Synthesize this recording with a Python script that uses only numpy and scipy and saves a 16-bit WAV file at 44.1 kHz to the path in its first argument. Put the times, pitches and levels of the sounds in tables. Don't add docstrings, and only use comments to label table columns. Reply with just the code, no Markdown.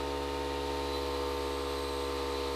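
import sys
import numpy as np
from scipy import signal
from scipy.fft import irfft, next_fast_len
from scipy.io import wavfile
from scipy.ndimage import uniform_filter1d

SR = 44100
rng = np.random.default_rng(int(sys.argv[2]) if len(sys.argv) > 2 else 0)


def pcm_store(signal):
    levels = np.round(np.clip(np.atleast_2d(signal), -1, 1) * 32767)
    wavfile.write(sys.argv[1], SR, levels.astype(np.int16).T)


def field_ratio(decibels):
    return 10 ** (np.asarray(decibels, dtype=float) / 20)


N = 112454


def unit(x):
    return x / np.sqrt(np.mean(x ** 2))


def walk(rate):
    hold = int(SR / rate)
    steps = np.repeat(rng.standard_normal(N // hold + 1), hold)
    return 1.17 * uniform_filter1d(uniform_filter1d(steps, hold), hold)[:N]


def band(hz, width):
    size = next_fast_len(N)
    f = np.arange(size // 2 + 1) * SR / size
    real, imaginary = rng.standard_normal((2, len(f)))
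    resonance = 1 / (1 + ((f - hz) / (width / 2)) ** 2)
    return unit(irfft((real + 1j * imaginary) * resonance, size)[:N])


def crank_turns(t):
    # time in seconds, crank rate in Hz
    crank = [
        (0.05, 70.1),
        (0.79, 70.1),
        (1.54, 69.45),
        (1.61, 69.72),
        (2.5, 69.18),
    ]
    s, hz = np.array(crank).T
    start_turns = -0.49
    return start_turns + np.cumsum(np.interp(t, s, hz)) / SR


def facing_curve(t, at):
    turn_len_s = 0.17
    return 0.5 + 0.5 * np.tanh((t - at) / turn_len_s)


def stroke_phase(k):
    ring_orders = (1.5, 2.5, 3.5, 7.5, 12.5)
    ring_shift = np.pi * np.array([4 / 6, 3 / 6, -4 / 6, 3 / 4, 2 / 6])
    phase = np.pi + sum(shift * (k > order) for order, shift in zip(ring_orders, ring_shift))
    if k > 9 and k % 2 == 0:
        phase -= np.pi / 2
    if k > 16:
        phase += 2 * np.pi * rng.random()
    return phase


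def piston(t, turns, turn):
    # multiple of the crank rate, level in dB facing away from the machine
    away_levels = [(1, 1), (2, -9), (3, -20.5), (4, 0), (5, -4.5), (6, 3), (7, 3), (8, -10), (9, -6),
                   (10, -13), (11, -8), (12, -13), (13, 2), (14, -34.5), (15, -8), (16, -20.5), (17, -18),
                   (18, -17), (19, -25), (20, -19.5), (21, -17.5), (22, -36.5), (23, -17), (24, -24.5),
                   (25, -22), (26, -16.5), (27, -17)]
    # multiple of the crank rate, level in dB facing the machine
    facing_levels = [(1, -2.5), (2, -16.5), (3, -26), (4, -5.5), (5, -7.5), (6, -1), (7, 2), (8, -15.5),
                     (9, -10), (10, -15.5), (11, -19.5), (12, -14.5), (13, -4.5), (14, -28), (15, -7.5),
                     (16, -13.5), (17, -11), (18, -23.5), (19, -19), (20, -21.5), (21, -52), (22, -23),
                     (23, -51), (24, -19.5), (25, -25), (26, -33.5), (27, -24.5)]
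    away = np.array(away_levels)[:, 1] - 45
    facing = np.array(facing_levels)[:, 1] - 41.5
    wobble_db, jitter = 0.46, 0.017
    rattle_db, rattle_fade_db, rattle_turn_db, rattle_spread_db = -69, -0.0346, 2, 3
    swell_db, swell_s, swell_len_s = 1, 1.05, 0.37

    late = jitter * walk(30.54) / 10
    out = 0
    for k in range(1, 70):
        if k <= len(away):
            db = away[k - 1] + (facing[k - 1] - away[k - 1]) * turn
            db = db + wobble_db * np.sqrt(k - 1) / 2 * walk(9.04)
        else:
            db = rattle_db + rattle_fade_db * (k - len(away))
            db = db + rattle_turn_db * turn + rattle_spread_db * walk(3.96)
        angle = 2 * np.pi * k * (turns + late * (k > 1))
        out = out + field_ratio(db) * np.sin(angle + stroke_phase(k))
    swell = field_ratio(swell_db * np.exp(-((t - swell_s) / swell_len_s) ** 2))
    return swell * np.sqrt(2) * out


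def hiss(turns, bright):
    # frequency in Hz, density in dB per Hz
    spectrum = [(40, -27), (180, -55), (400, 4.5), (900, 0.5), (1500, -7.5), (3600, -2.5), (5800, -12),
                (13000, -19)]
    # frequency in Hz, width in Hz, level in dB facing away, level in dB facing
    housing = [(907, 200, -56, -52.5), (1242, 115, -53.5, -54.5), (1930, 360, -58, -58),
               (2400, 67, -60, -63.5), (2830, 140, -56, -68), (3680, 460, -56.5, -56.5),
               (4080, 580, -60.5, -53.5), (4680, 620, -65.5, -58.5), (8060, 160, -76, -68.5),
               (12730, 60, -92, -76), (12300, 1900, -80, -67)]
    hiss_db, hiss_turn_db, puff_db, flicker_db = -46, 1, 0, 0.5
    ring_puff_db, ring_waver_db = 2, 1.3
    top_hz = 13360

    hzs, dbs = np.array(spectrum).T
    air = 0
    for hz in 40 * 2 ** np.arange(0, 8.7, 0.5):
        db = np.interp(np.log(hz), np.log(hzs), dbs) + 10 * np.log10(hz)
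        puff = puff_db * np.cos(4 * np.pi * turns + np.log(hz)) * (hz > 600)
        db = db + puff + hiss_turn_db * bright * (hz > 800) + flicker_db * walk(5.83)
        air = air + field_ratio(db) * band(hz, hz * 0.62)

    rings = 0
    for hz, width, away, facing in housing:
        puff = ring_puff_db * np.cos(4 * np.pi * turns + np.log(hz))
        db = away + (facing - away) * bright + ring_waver_db * walk(7.1) + puff
        rings = rings + field_ratio(db) * band(hz, width)
    lowpass = signal.butter(4, top_hz, fs=SR, output="sos")
    return signal.sosfilt(lowpass, field_ratio(hiss_db) * unit(air) + rings)


def motor(t, turns):
    # time in seconds, level in dB
    whistle_levels = [
        (0, -62),
        (.15, -74),
        (.6, -68),
        (.9, -52),
        (1.15, -53),
        (1.5, -70),
        (1.9, -54),
        (2.15, -62),
        (2.3, -50.5),
        (2.55, -60),
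    ]
    # time in seconds, level in dB
    whine_levels = [
        (0, -88),
        (1.3, -80),
        (1.45, -64),
        (1.6, -61),
        (1.9, -58),
        (2.05, -62),
        (2.15, -68),
        (2.4, -67),
        (2.55, -73),
    ]
    gear, shaft_db = 4.772, -53
    whistle_hz, whistle_drift_hz, whistle_flicker_db = 4022, 14, 3.5
    whine_hz, whine_sag_hz_per_s, whine_rough_db = 8368, 35, 1.5

    shaft = field_ratio(shaft_db + 0.4 * walk(5)) * np.sin(2 * np.pi * gear * turns)

    whistle_turns = np.cumsum(whistle_hz + whistle_drift_hz * walk(25.05)) / SR
    whistle_db = np.interp(t, *np.array(whistle_levels).T) + whistle_flicker_db * walk(30.08)
    whistle = field_ratio(whistle_db) * np.sin(2 * np.pi * whistle_turns)

    whine_turns = whine_hz * t - whine_sag_hz_per_s * t ** 2 / 2
    whine_db = np.interp(t, *np.array(whine_levels).T) + whine_rough_db * walk(9.8)
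    whine = field_ratio(whine_db) * np.sin(2 * np.pi * whine_turns)
    return np.sqrt(2) * (shaft + whistle + whine)


def handling(t):
    return field_ratio(-86 - 2 * t + 3 * walk(3)) * band(28, 17)


def channel_difference(t):
    # start in seconds, length in seconds
    apart_times = [
        (0, .02),
        (.2, .31),
        (.6, .07),
        (.82, .11),
        (1.69, .08),
        (2.23, .32),
    ]
    # frequency in Hz, level in dB
    side_levels = [(1500, -87), (2500, -81), (4500, -80.5), (8000, -83), (11000, -88)]
    hum_db, rest_db, patchy_db = -91, -19.5, 5

    apart = sum((t >= at) & (t < at + span) for at, span in apart_times)
    patches = 0
    for hz, db in side_levels:
        for part in (0.8, 1, 1.2):
            patches = patches + field_ratio(db + patchy_db * walk(30.05)) * band(hz * part, hz / 6)
    hum = field_ratio(hum_db + 3.5 * walk(7.75)) * band(185, 64)
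    return field_ratio(rest_db * (1 - apart)) * patches + hum


def scene():
    t = np.arange(N) / SR
    turns = crank_turns(t)
    bright = facing_curve(t, 0.78)
    turn = facing_curve(t, 0.96)
    mid = piston(t, turns, turn) + hiss(turns, bright) + motor(t, turns) + handling(t)
    side = channel_difference(t)
    return np.array([mid + side, mid - side])


def top_cut(x):
    return signal.sosfilt(signal.butter(12, 15640, fs=SR, output="sos"), x)


def record(dry):
    return top_cut(dry)


dry = scene()
out = record(dry)
pcm_store(out)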